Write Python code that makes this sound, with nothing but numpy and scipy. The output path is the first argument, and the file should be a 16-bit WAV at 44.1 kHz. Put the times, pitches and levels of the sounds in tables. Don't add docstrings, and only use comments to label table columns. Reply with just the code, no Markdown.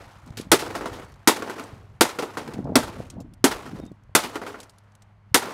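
import sys
import numpy as np
from scipy import signal
from scipy.io import wavfile

SR = 44100
rng = np.random.default_rng(int(sys.argv[2]) if len(sys.argv) > 2 else 0)


def ratio_of_db(decibels):
    return 10 ** (np.asarray(decibels, float) / 20)


def transcribe(signal):
    frames = np.atleast_2d(signal).T
    limited = np.clip(frames, -1, 1)
    pcm = np.round(limited * 32767).astype(np.int16)
    wavfile.write(sys.argv[1], SR, pcm)


N = 243873
T = np.arange(N) / SR

# (time [s], deep boom [dB], upper boom [dB], plastic crack [dB], crack length [s])
BLOWS = [
    (0.5165, -13, -12, -11.5, 0.022),
    (1.274, -7.5, -14, -8, 0.007),
    (2.009, -23.5, -11.5, -8.5, 0.0013),
    (2.7554, -5.5, -11, -11.5, 0.0026),
    (3.4414, -4.5, -15.5, -12, 0.01),
    (4.1507, -9.5, -13.5, -8, .0032),
    (5.3436, -13.5, -20, -11, 0.016),
]


def unit_rms(x):
    return x / np.sqrt(np.mean(x ** 2) + 1e-20)


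def at_hz(points, hz):
    points = np.array(points)
    return np.interp(np.log(hz), np.log(points[:, 0]), points[:, 1])


def bandpass(order, low_hz, high_hz):
    return signal.butter(order, [low_hz, high_hz], "band", fs=SR, output="sos")


def drift(rate):
    r = np.exp(-80 * np.pi * rate / SR)
    slow = signal.lfilter([1], [1, -2 * r, r * r], rng.standard_normal(N // 40 + 2002))[2000:]
    return np.interp(np.arange(N) / 40, np.arange(len(slow)), unit_rms(slow))


def ring(clicks, hz, t60):
    r, w = ratio_of_db(-60 / (t60 * SR)), 2 * np.pi * hz / SR
    return signal.lfilter([0, np.sin(w)], [1, -2 * r * np.cos(w), r * r], clicks + 1e-18)


def burst(s, level_db, hold_s, t60, rise_s=.0002):
    out, at = np.zeros(N), round(s * SR)
    age = T[:min(SR // 2, N - at)]
    decay_db = 60 * np.clip(age - hold_s, 0, 1) / t60
    out[at:at + len(age)] = np.clip(age / rise_s, 0, 1) * ratio_of_db(level_db - decay_db)
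    return out


def casing():
    # (frequency [Hz], level [dB], t60 [s])
    modes = [(170, -12, 0.04), (240.8, -3.5, 0.11), (276, 4.5, 0.054), (346.5, 1.5, 0.042),
             (396.3, -5.5, 0.081), (426.3, -1.5, 0.1), (490, -2.5, .09), (555, -6.5, 0.064),
             (872, -13.5, 0.25), (943, -10, 0.028), (1150, -8.5, 0.03), (1302, -4, 0.026),
             (1401, -5, 0.074), (1545, -8, 0.091), (1866, -13.5, 0.058), (2280, -15, 0.038)]
    blow, fall = np.array(BLOWS), np.array(pieces())
    at = np.round(np.r_[blow[:, 0], fall[:, 0]] * SR).astype(int)
    shower_knock_db = -4
    fall[:, 1:3] += shower_knock_db * fall[:, 5:]
    deep = np.r_[blow[:, 1] - 6, fall[:, 2] - 12]
    upper = np.r_[blow[:, 2] - 4, fall[:, 2] - 4]
    thin = np.r_[blow[:, 3] - 3, fall[:, 1] - 5]
    vary = rng.standard_normal((len(at), len(modes)))
    snap = np.zeros(N)
    snap[at[:len(blow)]] = -ratio_of_db(blow[:, 3] - 0.5)
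    out = ring(snap, 1700, 0.0053)
    for (hz, level_db, t60), chance in zip(modes, vary.T):
        strength_db = deep if hz < 350 else upper if hz < 700 else thin
        spot_db = 3 * chance
        clicks = np.zeros(N)
        clicks[at] = -ratio_of_db(strength_db + level_db + spot_db) * np.where(chance > .6, -1, 1)
        out += ring(clicks, hz, t60)
    return out


def breakage():
    # (frequency [Hz], level [dB per Hz])
    hollow_tone, plastic_tone = [(76, -43), (130, -17), (290, 3.5), (503, 3.5), (639, -13.5), (700, -4.5),
                                 (910, -35), (1540, -120)], [(350, -30), (600, -2.5), (1010, 0.5), (1210, -5),
                                                 (1380, -0.5), (1640, -12), (1790, -6.5), (3000, -21.5),
                                                 (3900, -46), (6600, -120)]
    shard_tone, glass_tone = [(1180, -29), (2000, -2.5), (2720, -5), (4440, -7), (10000, -15.5),
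                              (12100, -19), (15500, -30.5)], [(1180, -22), (2000, 1), (2650, -6), (3640, 1.5), (4120, -2),
                                              (11400, -4), (15200, -21.5), (16000, -26.5), (16400, -40)]
    glass_db_per_crack_s = 197
    crack_t60_s, spent_per_crack_s = .17, 3.5
    shower_rise_s = 0.011

    hollow, plastic, shards = ratio_of_db(rattle_db() + 2.2 * drift(70)) ** 2
    glass = 0
    for s, _, boom_db, plastic_db, hold_s in BLOWS:
        glass_db = plastic_db + glass_db_per_crack_s * hold_s
        t60 = crack_t60_s - spent_per_crack_s * hold_s
        hollow = hollow + burst(s, boom_db - 1.5, hold_s, t60 * 0.69) ** 2
        plastic = plastic + burst(s, plastic_db - 6, hold_s, t60) ** 2
        glass = glass + burst(s, glass_db - 9.5, hold_s, t60 * 1.435) ** 2
        glass = glass + burst(s, glass_db, 0.0026, 0.063) ** 2
    for s, plastic_db, casing_db, glass_db, t60, shower in pieces():
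        rise_s, early_s = (shower_rise_s, shower_rise_s / 2) if shower else (.0003, 0)
        start = s - early_s
        hollow = hollow + burst(start, casing_db - 5, rise_s + 0.009, t60 * 1.2, rise_s) ** 2
        plastic = plastic + burst(start, plastic_db - 6, rise_s + 0.0018, t60, rise_s) ** 2
        shards = shards + burst(start, glass_db - 1.5, rise_s + 0.0024, t60 * 1.13, rise_s) ** 2
    uneven = ratio_of_db(0.53 * drift(140))
    return (fragments(np.sqrt(hollow), hollow_tone, 150, 671, 1500,
                      spread_db=2.0, cycles=15, dulling=0, count=10)
            + fragments(np.sqrt(plastic), plastic_tone, 556, 2800, 2500,
                        spread_db=-1.0, cycles=18, dulling=0, count=16)
            + fragments(np.sqrt(shards), shard_tone, 2300, 14000, 7000,
                        spread_db=-0.5, cycles=9.8, dulling=.1, count=18)
            + fragments(np.sqrt(glass) * uneven, glass_tone, 2000, 15500, 23000,
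                        spread_db=1.5, cycles=19, dulling=0.29, count=18))


def fragments(envelope, spectrum, low_hz, high_hz, per_s, spread_db, cycles, dulling, count):
    sizes = ratio_of_db(spread_db * np.minimum(rng.exponential(1, N), 4)) * rng.choice([-1, 1], N)
    clicks = sizes * (rng.random(N) < per_s / SR)
    pitches = np.geomspace(low_hz, high_hz, count)
    dealt = rng.integers(0, count, N)
    share = envelope / envelope.max() + 1e-9
    steady, played = 0, 0
    for k, hz in enumerate(pitches):
        mine = clicks * (dealt == k) * ratio_of_db(at_hz(spectrum, hz)) * hz
        steady = steady + ring(mine[:SR], hz, cycles / hz)
        played = played + ring(mine * envelope * share ** (dulling * k / count), hz, cycles / hz)
    return played / np.std(steady)


def pieces():
    # (time [s], plastic [dB], glass [dB], t60 [s])
    showers = [
        (0.589, -27, -30.5, 0.22),
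        (1.362, -26, -34, 0.056),
        (2.087, -30, -35, 0.12),
        (2.829, -25, -36.5, 0.081),
        (3.511, -22, -29, 0.1),
        (4.232, -22.5, -31, 0.16),
        (5.42, -26, -36.5, 0.15),
    ]
    # (time [s], plastic [dB], glass [dB], t60 [s])
    landings = [(.006, -43, -55, 0.29), (0.371, -41.5, -32.5, 0.14), (0.399, -44.5, -51, 0.27),
                (.621, -22.5, -44, 0.026), (.664, -32, -45, 0.12), (.751, -23.5, -34.5, 0.15),
                (0.809, -26.5, -45, 0.13), (.856, -24.5, -36.5, 0.13), (.93, -37, -43.5, 0.21),
                (1.422, -24.5, -36, 0.073), (1.476, -29, -45, 0.09), (1.496, -25.5, -37, 0.13),
                (1.582, -33, -46, 0.61), (1.596, -34, -37.5, 0.027), (2.187, -22.5, -30.5, 0.13),
                (2.223, -24.5, -35.5, 0.15), (2.29, -44, -63, 0.085), (2.371, -23.5, -35, 0.19),
                (2.476, -31.5, -43.5, 0.065), (2.536, -42, -39, 0.049), (2.878, -35.5, -57, 0.071),
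                (3.661, -37, -50, 0.16), (4.355, -22.5, -34.5, 0.088), (4.416, -29.5, -46, 0.15),
                (4.464, -30.5, -41, 0.27), (4.543, -35, -71, 0.18), (5.453, -28.5, -42, 0.14)]
    shower_casing_db, landing_casing_db = -8, -3
    return sorted([(s, p, p + shower_casing_db, g, t60, True) for s, p, g, t60 in showers]
                  + [(s, p, p + landing_casing_db, g, t60, False) for s, p, g, t60 in landings])


def rattle_db():
    # (blow time [s], level [dB], casing share [dB], sag [dB/s], settling time [s])
    rattles = [
        (-.2, -49, -14, 19.5, 0.54),
        (.516, -40.5, 1.2, 11.5, 1),
        (1.273, -40.5, 0.9, 22.5, 1.6),
        (2.009, -45, -1, 5.5, 2.54),
        (2.756, -42, -0.3, 55, 3.11),
        (3.441, -40.5, -1, 47, 3.8),
        (4.151, -41.5, -1.2, 25.5, 4.62),
        (5.344, -39, -2, 4, 6.26),
    ]
    airborne_s, airborne_db = 0.1, -15.5
    settle_db_per_s, settled_db = 109.5, -12.5
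    casing_settled_db = -7
    glass_db, glass_settled_db, glass_sag_db_per_s = -5.5, 1.1, 6.5
    out = np.zeros((3, N))
    for s, level_db, casing_db, sag, settles_s in rattles:
        age = T[T >= s] - s
        settled = np.clip((age + s - settles_s) * settle_db_per_s / -settled_db, 0, 1)
        db = level_db + airborne_db * np.clip(1 - age / airborne_s, 0, 1)
        db = db - sag * np.maximum(age - airborne_s, 0) + settled_db * settled
        out[:, T >= s] = (db + casing_db + casing_settled_db * settled,
                          db,
                          db + glass_db + glass_settled_db * settled - glass_sag_db_per_s * age)
    return out


def splinters():
    # (time [s], peak [dB], top share [dB], t60 [s])
    drops = [(0.2309, -60, -5, 0.024), (0.2616, -45.5, -5, 0.034), (0.2747, -44.5, -18, 0.035),
             (0.3044, -45, -29, 0.021), (0.4118, -28.5, -23, 0.028), (1.0465, -45, -7, 0.029),
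             (1.1204, -49, -8, 0.024), (1.1408, -46, -14, 0.021), (1.6382, -37, -15, 0.029),
             (2.6434, -44, -18, 0.033), (3.036, -49, -5, 0.024), (3.0674, -51, -6, 0.021),
             (3.1009, -32, -30, 0.037), (3.2032, -40.5, -10.5, 0.055), (3.2204, -53, -19, 0.026),
             (3.3368, -45, -7, 0.027), (3.7988, -44.5, -3, 0.019), (3.852, -49, -20, 0.02),
             (3.8636, -45.5, -15, 0.024), (3.918, -55, -7, 0.024), (4.0354, -57.5, -10, 0.024),
             (4.6022, -31, -10, 0.048), (4.615, -40, -13, 0.022), (4.6305, -37.5, -14, 0.05),
             (4.6955, -40, -12, 0.045), (4.784, -41.5, -11, 0.02), (4.837, -63, -5, 0.025),
             (4.9206, -55.5, -23, 0.019), (4.952, -46.5, -24, 0.022), (5.021, -46, -16, 0.034)]
    out, hiss = np.zeros(N), rng.standard_normal((len(drops), 2, 1500))
    pitches = 5000 * 2 ** rng.uniform(0, 1.2, len(drops))
    for (s, peak_db, top_db, t60), noise, hz in zip(drops, hiss, pitches):
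        touch = noise * ratio_of_db(-60 * T[:1500] / t60)
        body = signal.sosfilt(bandpass(2, 2600, 8000), touch[0])
        top = signal.sosfilt(bandpass(2, 7000, 13500), touch[1])
        tick = body + ratio_of_db(top_db) * top + 0.053 * ring(touch[0], hz, 0.01)
        at = round(s * SR)
        out[at:at + 1500] += ratio_of_db(peak_db) * tick / np.abs(tick).max()
    return out


def wind():
    # (time [s], level [dB])
    rumble = [(0.0, -47), (0.28, -53), (0.49, -45), (1.14, -47), (1.26, -58), (1.45, -57.5), (1.86, -48),
              (2.25, -59), (2.43, -49), (2.62, -41.5), (2.77, -39.5), (3.05, -42.5), (3.45, -47.5),
              (3.8, -42), (3.93, -56), (4.24, -50.5), (4.76, -60), (5.53, -55)]
    # (time [s], peak [dB], pitch [Hz], sharp edge [dB])
    slaps = [(0.304, -25.5, 104, -28), (0.396, -20, 282, -34), (0.467, -29, 166, -17),
             (0.917, -29, 94, -15), (1.731, -28.5, 96.9, -23), (2.587, -19, 263, -16),
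             (2.644, -21.5, 108, -26), (2.691, -23, 251, -12), (2.718, -20, 203.5, -4),
             (2.994, -22.5, 121, -13), (3, -27.5, 255, 2.5), (3.165, -28.5, 95, -8), (3.206, -27, 207, -11),
             (3.784, -34, 254, -11), (3.797, -26, 291, -10), (3.834, -24, 170, -14),
             (3.859, -31.5, 221, -13), (3.913, -28.5, 212, -14), (4.091, -36.5, 82, -14),
             (5.317, -31.5, 96, -23.5)]
    gust_db, rasp_db = gusts_db()
    eddies = np.clip(drift(37), -2, 1.2)
    out = lumps(np.interp(T, *np.transpose(rumble)), 29, 125, 3.0 * drift(31))
    out = out + lumps(gust_db, 120, 290, 5.3 * eddies)
    out = out + lumps(rasp_db, 340, 850, 5.5 * eddies)
    out = out + lumps(rasp_db - 14.5, 750, 1200, 7.2 * eddies)
    for s, peak_db, hz, edge_db in slaps:
        age = T - s - .004
        swing = np.exp(-(age * hz / 0.44) ** 2) * np.cos(2 * np.pi * hz * age)
        edge = np.exp(-(age / 0.0018) ** 2) * np.cos(2 * np.pi * 560 * age)
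        out = out + ratio_of_db(peak_db) * (swing + ratio_of_db(edge_db) * edge)
    return out


def gusts_db():
    # (time [s], length [s], level [dB], rasp share [dB])
    gusts = [
        (0.303, .18, -46, -13.5),
        (1.692, 0.088, -54, -15),
        (2.476, 0.1, -38, -10.5),
        (2.58, .04, -34, -12.5),
        (2.655, 0.081, -31.5, -7.5),
        (2.971, 0.022, -39.5, -10),
        (3.152, 0.065, -41.5, -10.5),
        (3.69, 0.054, -39, -21),
        (3.788, 0.039, -41, -8.5),
    ]
    rise_db_per_s, fall_db_per_s, rasp_fall_db_per_s = 198.5, 130, 149
    s, length, level_db, rasp_db = np.transpose(gusts)[:, :, None]
    early, late = np.maximum(s - T, 0), np.maximum(T - s - length, 0)
    db = level_db - rise_db_per_s * early - fall_db_per_s * late
    rasp = db + rasp_db - rasp_fall_db_per_s * (early + late)
    return db.max(axis=0), rasp.max(axis=0)


def lumps(level_db, low_hz, high_hz, lumpy_db):
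    sos, noise = bandpass(3, low_hz, high_hz), rng.standard_normal(N)
    uneven = noise * unit_rms(ratio_of_db(lumpy_db))
    return signal.sosfilt(sos, uneven * ratio_of_db(level_db)) / np.std(signal.sosfilt(sos, noise))


def bird():
    # (time [s], length [s], pitch [Hz], level [dB])
    whistles = [
        (1.04, .12, 4550, -73),
        (3.795, .062, 3715, -64.5),
        (3.855, .048, 3705, -65.5),
    ]
    edge_share, sag_hz_per_s = .35, 350
    tremble, out = 1 + .008 * drift(120), 0
    throb_db = 3 + 3 * np.sin(2 * np.pi * 42 * T) + 2 * drift(60)
    for s, length, hz, level_db in whistles:
        shape = np.clip(np.minimum(T - s, s + length - T) / (edge_share * length), 0, 1)
        pitch = (hz - sag_hz_per_s * (T - s)) * tremble
        out = out + shape * ratio_of_db(level_db + throb_db) * np.sin(2 * np.pi * np.cumsum(pitch) / SR)
    return out


def yard():
    # (frequency [Hz], rms level [dB])
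    hum_tones = [(102.3, -56.5), (204.6, -68)]
    # (frequency [Hz], level [dB])
    wash = [(18, -28), (30, -18.5), (79, -7.5), (109, -2.5), (157, -10), (345, -23.5), (801, -17),
            (1630, -22.5), (5040, -43.5), (11700, -54), (16000, -63)]
    hum = 0
    for hz, db in hum_tones:
        hum = hum + np.sqrt(2) * ratio_of_db(db + 1.5 * drift(2.9)) * np.sin(2 * np.pi * hz * T)
    return hum + ratio_of_db(-60.5) * banded_noise(wash, patchy_db=1, rate=5)


def banded_noise(spectrum, patchy_db, rate):
    out, together, white = 0, drift(rate), rng.standard_normal((2, N))
    edges = 25 * 2 ** np.arange(0, 9.6, .5)
    for k, (low, high) in enumerate(zip(edges, edges[1:])):
        band = signal.sosfilt(bandpass(2, low, high), white[k % 2])
        flicker_db = patchy_db * (together + 0.32 * drift(rate))
        out = out + band * ratio_of_db(at_hz(spectrum, np.sqrt(low * high)) + flicker_db)
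    return unit_rms(out)


def scene():
    near = casing() + breakage() + splinters()
    near = signal.sosfilt(signal.butter(2, 140, "high", fs=SR, output="sos"), near)
    lag = round(.041 * SR)
    echo = np.pad(signal.lfilter([.3], [1, -.7], near), (lag, 0))[:N]
    return (near + ratio_of_db(-22) * echo + wind() + bird() + yard())[None]


def top_cut(x):
    return signal.sosfilt(signal.butter(12, 16570, fs=SR, output="sos"), x)


def record(dry):
    limit = .75
    x = signal.sosfilt(signal.butter(1, 60, "high", fs=SR, output="sos"), dry)
    x = x / (1 + np.abs(x / limit) ** 3) ** (1 / 3)
    x = signal.sosfilt(signal.cheby2(10, 45, 16500, fs=SR, output="sos"), x)
    return top_cut(x)


dry = scene()
out = record(dry)
transcribe(out)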